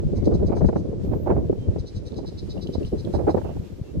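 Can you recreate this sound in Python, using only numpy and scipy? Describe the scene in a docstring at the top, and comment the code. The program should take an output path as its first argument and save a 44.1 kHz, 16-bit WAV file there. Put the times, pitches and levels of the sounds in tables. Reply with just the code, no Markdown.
"""Scolding on a windy clifftop.

An unseen animal, probably a small bird, scolds on the right in two runs of short rasping notes,
each a train of noisy pulses shaped by resonances. Turbulent wind thumps and flutters on both
microphone ports. A few sharp chips, thin far whistles and a high insect buzz come from the bushes,
over a faint wash of surf and the hiss of grass."""
import sys
import numpy as np
from scipy import signal
from scipy.fft import rfft, irfft, next_fast_len
from scipy.io import wavfile
from scipy.ndimage import uniform_filter1d, map_coordinates

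SR = 44100
rng = np.random.default_rng(int(sys.argv[2]) if len(sys.argv) > 2 else 0)


def output_pcm(signal):
    """Save a mono or channel-first signal as 16-bit PCM at the path in sys.argv[1].

    Samples are clipped to [-1, 1] before scaling.
    """
    pcm = np.clip(np.atleast_2d(signal).T, -1, 1) * 32767
    wavfile.write(sys.argv[1], SR, np.round(pcm).astype(np.int16))


N = 176400

# Rasping notes: middle_s, length_s, level_db, upper_relative_db, edge_relative_db
RASP_NOTES = [(.173, 0.032, -59.5, 1, -9), (0.258, 0.024, -51, -5.5, -14.5), (0.35, 0.022, -54, -2.5, -16),
              (0.476, 0.027, -57, -2.5, -11), (0.578, 0.046, -59, 0, -11), (0.675, 0.038, -58.5, -1.5, -12),
              (0.782, 0.054, -65.5, 3.5, -7), (1.799, 0.019, -53, -6.5, -14.5),
              (1.881, 0.031, -50.5, -9, -21), (1.97, .034, -55, -3.5, -12), (2.075, .032, -53, -7.5, -12),
              (2.179, 0.028, -51, -8, -16), (2.281, .034, -49, -19.5, -15.5), (2.392, 0.024, -46, -17, -20),
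              (2.513, 0.028, -45.5, -23, -22), (2.63, 0.03, -46.5, -21, -23),
              (2.744, 0.03, -47, -17.5, -16), (2.871, .036, -54.5, -10, -10),
              (2.998, 0.033, -51.5, -10.5, -16), (3.151, 0.034, -51.5, -9, -8.5),
              (3.307, 0.027, -52, -8.5, -7)]
# Throat resonances, upper resonances and hissy edge: frequency_hz, gain_db
THROAT_SPECTRUM = [(2000, -53), (3200, -20), (3620, -6.5), (4030, 2), (4350, -6), (4670, -2.5), (5080, -2),
                   (5450, -6), (5800, -14.5), (7000, -25.5), (12000, -53)]
UPPER_SPECTRUM = [(3500, -30), (4020, -3), (4300, -14), (4850, -2), (5400, -7), (5950, 3), (6350, -5),
                  (6700, -5), (7500, -18), (8400, -11), (9200, -20), (15000, -40)]
EDGE_SPECTRUM = [(4000, 4), (6700, 1.5), (8000, -0.5), (9300, 3.5), (10300, -6), (11200, -11),
                 (13000, -17.5), (15500, -18)]
def rasps(pulse_hz=204, jitter=0.27, pulse_decay_s=0.0041, attack_s=0.019, release_s=0.021):
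    """Source and filter: uneven noisy pulses excite two groups of resonances and a hissy edge."""
    t = clock()
    cycles = np.cumsum(pulse_hz * np.exp(jitter * wobble(pulse_hz)[0])) / SR
    strength = amp(4 * rng.standard_normal(N))[cycles.astype(int)]  # one draw per pulse
    pulses = strength * np.exp(-(cycles % 1) / pulse_hz / pulse_decay_s)
    sources = unit((0.4 + pulses) * rng.standard_normal((3, N)))  # hiss persists between pulses
    envelopes = np.zeros((3, N))
    for middle_s, length_s, level_db, upper_db, edge_db in RASP_NOTES:
        rise = np.clip((t - middle_s + length_s / 2) / attack_s + .5, 0, 1)
        fall = np.clip((middle_s + length_s / 2 - t) / release_s + .5, 0, 1)
        envelopes += amp(level_db) * rise * fall * amp([[0], [upper_db], [edge_db]])
    bands = zip(envelopes, sources, (THROAT_SPECTRUM, UPPER_SPECTRUM, EDGE_SPECTRUM))
    return sum(envelope * steadied(coloured(x, spectrum), 330) for envelope, x, spectrum in bands)


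# Strength of the flow and of its slow eddies: time_s, level_db
WIND_LEVEL = [(0, -29), (.1, -34), (.3, -20.5), (.5, -24.5), (.72, -28), (.85, -28.5), (.94, -33),
              (1.0, -34), (1.13, -22), (1.22, -31.5), (1.36, -23), (1.46, -30), (1.6, -36.5), (1.74, -29.5),
              (1.9, -42.5), (2.18, -32), (2.33, -39.5), (2.6, -35), (2.8, -34.5), (2.89, -45.5),
              (3.08, -28.5), (3.22, -32), (3.38, -36.5), (3.55, -35.5), (3.76, -42.5), (3.87, -41.5),
              (4, -31)]
RUMBLE_LEVEL = [(0, -22), (.45, -22.5), (.78, -27), (.87, -33.5), (1.0, -25.5), (1.14, -22.5), (1.23, -28),
                (1.33, -21.5), (1.56, -29), (1.75, -26.5), (1.9, -37.5), (1.98, -30.5), (2.1, -35.5),
                (2.6, -33.5), (3.05, -29), (3.18, -23), (3.42, -30), (3.7, -30.5), (3.87, -46), (4, -19)]
# Flow leaving one port or both (the other may gain): middle_s, length_s, left_db, right_db
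LULLS = [(0.148, .015, -15, -4), (0.238, 0.0095, 7, -18.5), (1.209, 0.056, -9.5, 0.5),
         (1.905, .035, -15, 0), (2.012, .025, -22.5, -0.5), (2.1, 0.013, -33, -2.5), (2.591, 0.086, 6, -14),
         (2.784, 0.013, 16, -16), (3.044, 0.016, -8.5, 1), (3.433, 0.015, 8.5, -19), (3.681, .04, -11, -22),
         (3.888, .04, -30, 3.5)]
# Low, middle and bright wind noise: frequency_hz, gain_db
RUMBLE_SPECTRUM = [(10, 2), (30, -18), (55, 1), (85, 2.5), (130, -7.5), (200, -8), (320, -35), (700, -63),
                   (2000, -98)]
FLUTTER_SPECTRUM = [(30, -8), (120, 4.5), (220, 2.5), (350, 3.5), (500, -2), (700, -25), (1000, -36),
                    (1600, -54), (4000, -91)]
TEAR_SPECTRUM = [(100, -46), (350, 1), (580, 10.5), (800, -6), (1100, -14), (1600, -28), (2400, -39.5),
                 (4000, -42), (9000, -72)]
def wind(tear_growth=1.19):
    """Turbulent pressure rumbles and flutters at each port; stronger flow adds a brighter tearing."""
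    flow_db = curve(WIND_LEVEL)
    lull_db = sum(np.array([[left_db], [right_db]]) * bump(middle_s, length_s)
                  for middle_s, length_s, left_db, right_db in LULLS)
    slow_eddies = unit(amp(5.5 * wobble(40)) * noise(RUMBLE_SPECTRUM))
    rumble = amp(curve(RUMBLE_LEVEL) + lull_db) * steadied(slow_eddies, 5000)
    eddy_gain = amp(6.5 * wobble(65))
    fast_eddies = unit(eddy_gain * noise(FLUTTER_SPECTRUM))
    flutter = amp(flow_db + 0.18 * lull_db) * steadied(fast_eddies, 4000)
    tear_db = flow_db.mean() - 15.5 + tear_growth * (flow_db - flow_db.mean())
    fine_eddies = unit(eddy_gain * amp(1.9 * wobble(160)) * noise(TEAR_SPECTRUM))
    tear = amp(tear_db) * steadied(fine_eddies, 4000)
    return rumble + pan(-1.5) * (flutter + pan(5.8) * tear)


# Eddy impacts: middle_s, length_s, left_db, right_db, brightness_db
BUFFETS = [(0.038, 0.0071, -37, -26.5, -10), (0.138, 0.014, -28, -15.5, -25.5),
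           (0.197, 0.023, -37.5, -27, -12), (0.278, 0.01, -6, -6.5, -24), (0.299, .016, -17, -15.5, -21),
           (0.355, 0.009, -17.5, -18, -15), (.425, 0.033, -25.5, -19.5, -21), (0.501, 0.0091, -35, -21, -4),
           (0.536, 0.031, -40.5, -29.5, 9.5), (0.577, 0.022, -19.5, -24.5, -2.5),
           (0.62, 0.022, -19, -24, -2), (0.649, .014, -17.5, -14.5, -7), (.694, .014, -18.5, -16.5, -1.5),
           (0.734, 0.012, -30, -20.5, -4), (0.766, 0.014, -16, -12, -6.5),
           (0.939, 0.024, -25.5, -25, -12.5), (1.138, 0.023, -36, -26.5, 4), (1.282, .03, -33, -23.5, 6),
           (1.316, 0.034, -25.5, -21, 6), (1.381, 0.043, -24.5, -24, -3), (1.503, 0.011, -9.5, -10.5, -36),
           (1.532, 0.011, -20.5, -16, -12.5), (1.689, 0.0097, -26, -20, -12.5),
           (1.764, 0.01, -22.5, -24, -7), (2.195, 0.021, -39, -27, -2), (2.251, 0.0096, -47, -30, -1.5),
           (2.581, 0.039, -44, -31.5, 0.5), (2.695, 0.011, -21, -19.5, -29), (2.758, 0.011, -43, -19.5, -4),
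           (2.825, 0.038, -23, -23, -37), (2.943, 0.032, -18, -17, -26.5), (3.078, 0.011, -35, -27.5, -2.5),
           (3.154, 0.028, -29, -16, -4), (3.212, 0.052, -34, -21, -4), (3.292, 0.035, -15.5, -13, -0.5),
           (3.351, 0.012, -19.5, -7, -9.5), (3.381, 0.025, -17.5, -23, -2.5),
           (3.419, 0.0067, -40.5, -32.5, 9), (3.462, 0.035, -61, -36.5, 10), (3.507, 0.037, -51, -36, 6.5),
           (3.573, 0.016, -48, -32.5, -3)]
# Dull body and crackle of an impact: frequency_hz, gain_db
BUFFET_SPECTRUM = [(30, -23), (120, -10), (220, -4), (350, 4), (490, -3.5), (700, -21), (1000, -44.5),
                   (1600, -66), (4000, -80.5)]
CRACKLE_SPECTRUM = [(100, -20.5), (350, 0.5), (580, 2), (800, -4), (1100, -18), (1600, -27.5),
                    (2400, -38.5), (4000, -58.5), (9000, -72.5)]
def buffets():
    """Pressure transients: single eddies strike each port with unequal force and die away."""
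    dull, bright = np.zeros((2, 2, N))
    for middle_s, length_s, left_db, right_db, brightness_db in BUFFETS:
        age = (clock() - middle_s) / length_s + 0.71  # in buffet lengths since onset
        swell = amp([[left_db], [right_db]]) * np.clip(age / .42, 0, 1) * np.exp(-age ** 2)
        dull += swell
        bright += swell * amp(brightness_db)
    crackle = unit(noise(CRACKLE_SPECTRUM) * amp(1.5 * wobble(220)))
    return dull * steadied(noise(BUFFET_SPECTRUM), 400) + bright * steadied(crackle)


# Passing large eddies: middle_s, length_s, left_db, right_db
THUMPS = [(0.067, .02, -15.5, -14), (0.199, 0.038, -20, -38), (0.358, .02, -18, -14),
          (0.46, 0.015, -24, -21.5), (0.646, 0.059, -9.5, -27.5), (1.382, 0.023, -26.5, -17.5),
          (1.692, 0.019, -16.5, -16.5), (1.804, .018, -20, -28.5), (1.975, 0.016, -19, -20.5),
          (2.459, 0.086, -51.5, -29), (2.85, .012, -26, -19), (2.932, 0.013, -22.5, -24),
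          (3.162, 0.0075, -21, -38.5), (3.6, 0.0065, -20, -21.5), (3.817, 0.0053, -16, -22)]
def thumps():
    """Large eddies make low frequencies: each gives a brief, deep swing of pressure."""
    swell = sum(amp([[left_db], [right_db]]) * bump(middle_s, length_s)
                for middle_s, length_s, left_db, right_db in THUMPS)
    return swell * steadied(noise(RUMBLE_SPECTRUM))


# Sharp chips: start_s, level_db, pitch_hz, click_relative_db
CHIPS = [(2.12, -48, 3700, -9), (2.142, -46, 3830, -5), (2.577, -45, 2950, -16), (2.671, -38, 3100, -8),
         (2.831, -45, 2810, -11), (2.849, -39, 3070, -22), (3.049, -43, 3350, -8)]
def chips(tone_peak_s=0.001, click_peak_s=0.0015, fall_hz_per_s=52000):
    """Damped transients: a click and a tone in a fast downward sweep fade within milliseconds."""
    out = np.zeros(N)
    click_noise = noise([(2000, -28), (3500, 5.5), (4400, 1), (6300, -10), (9000, -27)])[0]
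    for start_s, level_db, pitch_hz, click_db in CHIPS:
        age_s = np.clip(clock() - start_s, 0, .1)
        cycles = pitch_hz * age_s - fall_hz_per_s * (age_s - tone_peak_s) ** 2 / 2
        tone = np.sin(2 * np.pi * cycles) * age_s / tone_peak_s * np.exp(1 - age_s / tone_peak_s)
        click = click_noise * age_s / click_peak_s * np.exp(1 - age_s / click_peak_s)
        out += amp(level_db) * (tone + amp(click_db) * click)
    return out


# Notes of far birds: start_s, length_s, pitch_hz, level_db, waver_fraction
WHISTLES = [(0.15, 0.13, 2170, -63.5, .06), (0.473, .12, 2280, -64, .07), (1.565, 0.1, 3140, -62.5, .005),
            (3.43, 0.11, 2810, -59, .06), (3.632, 0.064, 2740, -64, 0.064), (3.838, 0.088, 2690, -63, .004)]
def whistles():
    """Random frequency modulation: a slight waver leaves a note clear, a wide one makes it hoarse."""
    out = np.zeros(N)
    for start_s, length_s, pitch_hz, level_db, waver in WHISTLES:
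        phase = 2 * np.pi * np.cumsum(pitch_hz * (1 + waver * wobble(350)[0])) / SR
        progress = np.clip((clock() - start_s) / length_s, 0, 1)
        out += amp(level_db) * np.sin(phase) * np.abs(np.sin(np.pi * progress)) ** .5
    return out


# Swells of the buzz: time_s, level_db
BUZZ_LEVEL = [(.96, -95), (1.07, -65.5), (1.24, -64), (1.28, -70.5), (1.56, -75), (1.72, -85), (3.1, -99),
              (3.35, -70), (3.65, -70.5), (4, -80)]
# Band of the buzz: frequency_hz, gain_db
BUZZ_SPECTRUM = [(9000, -40), (11300, -19), (11900, -1), (12500, 0), (13100, -2), (13900, 0), (14700, -11),
                 (15800, -20)]
def insect():
    """Amplitude modulation roughens a very high noise band into a buzz, far to the right."""
    return amp(curve(BUZZ_LEVEL) + 1.5 * wobble(90)) * noise(BUZZ_SPECTRUM) * amp([[-16], [0]])


# Swell of the wash: time_s, level_db
SURF_LEVEL = [(0, -54.5), (.8, -56.5), (1.1, -55.5), (1.75, -56.5), (2.3, -55.5), (2.8, -53.5),
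              (3.3, -52.5), (3.65, -53), (4, -57)]
# Colour of the wash: frequency_hz, gain_db
SURF_SPECTRUM = [(60, 18), (300, 12.5), (700, 8), (1200, 2), (2500, -1), (4000, -2), (6000, -4.5),
                 (8500, -11.5), (11000, -20.5), (15500, -37.5)]
# Balance of the wash: frequency_hz, right_over_left_db
SURF_BALANCE = [(500, -8), (3000, 3), (6000, 2), (12000, 10.5)]
def surf():
    """Incoherent sources, sea and leaves, merge into a soft broadband wash."""
    wash = filtered(noise(SURF_SPECTRUM), lambda hz: pan(along(SURF_BALANCE, hz)))
    return amp(curve(SURF_LEVEL) + 1.7 * wobble(21)) * wash


# Swell of the hiss: time_s, level_db
GRASS_LEVEL = [(0, -74.5), (.8, -76), (1.7, -83), (2.4, -71.5), (2.65, -67), (3.3, -65), (3.65, -76),
               (4, -69)]
# Colour of the hiss: frequency_hz, gain_db
GRASS_SPECTRUM = [(2000, -16), (5000, -9.5), (9000, -1.5), (11000, -3.5), (14000, -6.5), (15700, -11)]
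def grass():
    """Flow noise: wind in tall grass gives a fine hiss, mostly on the right."""
    return amp(curve(GRASS_LEVEL) + .8 * wobble(30)) * noise(GRASS_SPECTRUM) * amp([[-15], [0]])


def scatter(x, reverberation_s=0.37):
    """Diffuse reflection from ground and bushes leaves an exponentially decaying tail."""
    t = np.arange(SR // 2) / SR
    tail = rng.standard_normal((2, len(t))) * amp(-60 * t / reverberation_s)
    return signal.fftconvolve(x[None], tail / np.linalg.norm(tail[0]), axes=1)[:, :N]


def amp(db):
    """Decibels to amplitude ratio."""
    return 10 ** (np.asarray(db) / 20)


def unit(x):
    """Normalisation to rms 1."""
    return x / np.sqrt(np.mean(x ** 2) + 1e-20)


def clock():
    """Time of each sample in seconds."""
    return np.arange(N) / SR


def curve(points):
    """Linear interpolation of (time_s, value) points."""
    return np.interp(clock(), *np.transpose(points))


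def along(points, hz):
    """Log-frequency interpolation of (frequency_hz, value) points."""
    knots_hz, values = np.transpose(points)
    return np.interp(np.log(hz + 1), np.log(knots_hz + 1), values)


def bump(middle_s, length_s):
    """Gaussian envelope."""
    return np.exp(-2 * ((clock() - middle_s) / length_s) ** 2)


def wobble(knots_per_s):
    """Smooth random modulation for each ear."""
    knots = rng.standard_normal(size=(2, 2048))
    return np.array([map_coordinates(row, [clock() * knots_per_s], mode="wrap") for row in knots])


def filtered(x, response):
    """Filtering by multiplication in the frequency domain."""
    size = next_fast_len(N + SR // 2)
    return irfft(rfft(x, size) * response(np.fft.rfftfreq(size, 1 / SR)), size)[..., :N]


def coloured(x, spectrum):
    """Spectral shaping at constant power."""
    return unit(filtered(x, lambda hz: amp(along(spectrum, hz)))) * np.std(x)


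def noise(spectrum):
    """Uncorrelated noise at each ear, rms 1."""
    return coloured(rng.standard_normal((2, N)), spectrum)


def steadied(x, window_samples=700):
    """Compression: division by the running rms evens out slow swells."""
    return unit(x / np.sqrt(np.abs(uniform_filter1d(x ** 2, size=window_samples)) + 0.062))


def pan(right_over_left_db):
    """Interaural level difference as left and right gains."""
    return amp(np.array([[-.5], [.5]]) * right_over_left_db)


def scene(right_lead_s=0.000463, echo_db=-7.5):
    """Interaural differences: the calls reach the right ear earlier and louder; wind covers both."""
    calls = rasps() + chips() + whistles()
    advance_s = np.array([[-.5], [.5]]) * right_lead_s
    direct = filtered(calls, lambda hz: np.exp(2j * np.pi * hz * advance_s))
    placed = pan(2.5) * (direct + amp(echo_db) * scatter(calls))
    return placed + insect() + grass() + surf() + wind() + thumps() + buffets()


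def record(dry, low_cut_hz=34, top_hz=15700):
    """Band limiting: the microphone sheds the deepest bass, and nothing passes above the top edge."""
    return filtered(dry, lambda hz: (hz < top_hz) * hz / np.hypot(hz, low_cut_hz))


dry = scene()
out = record(dry)
output_pcm(out)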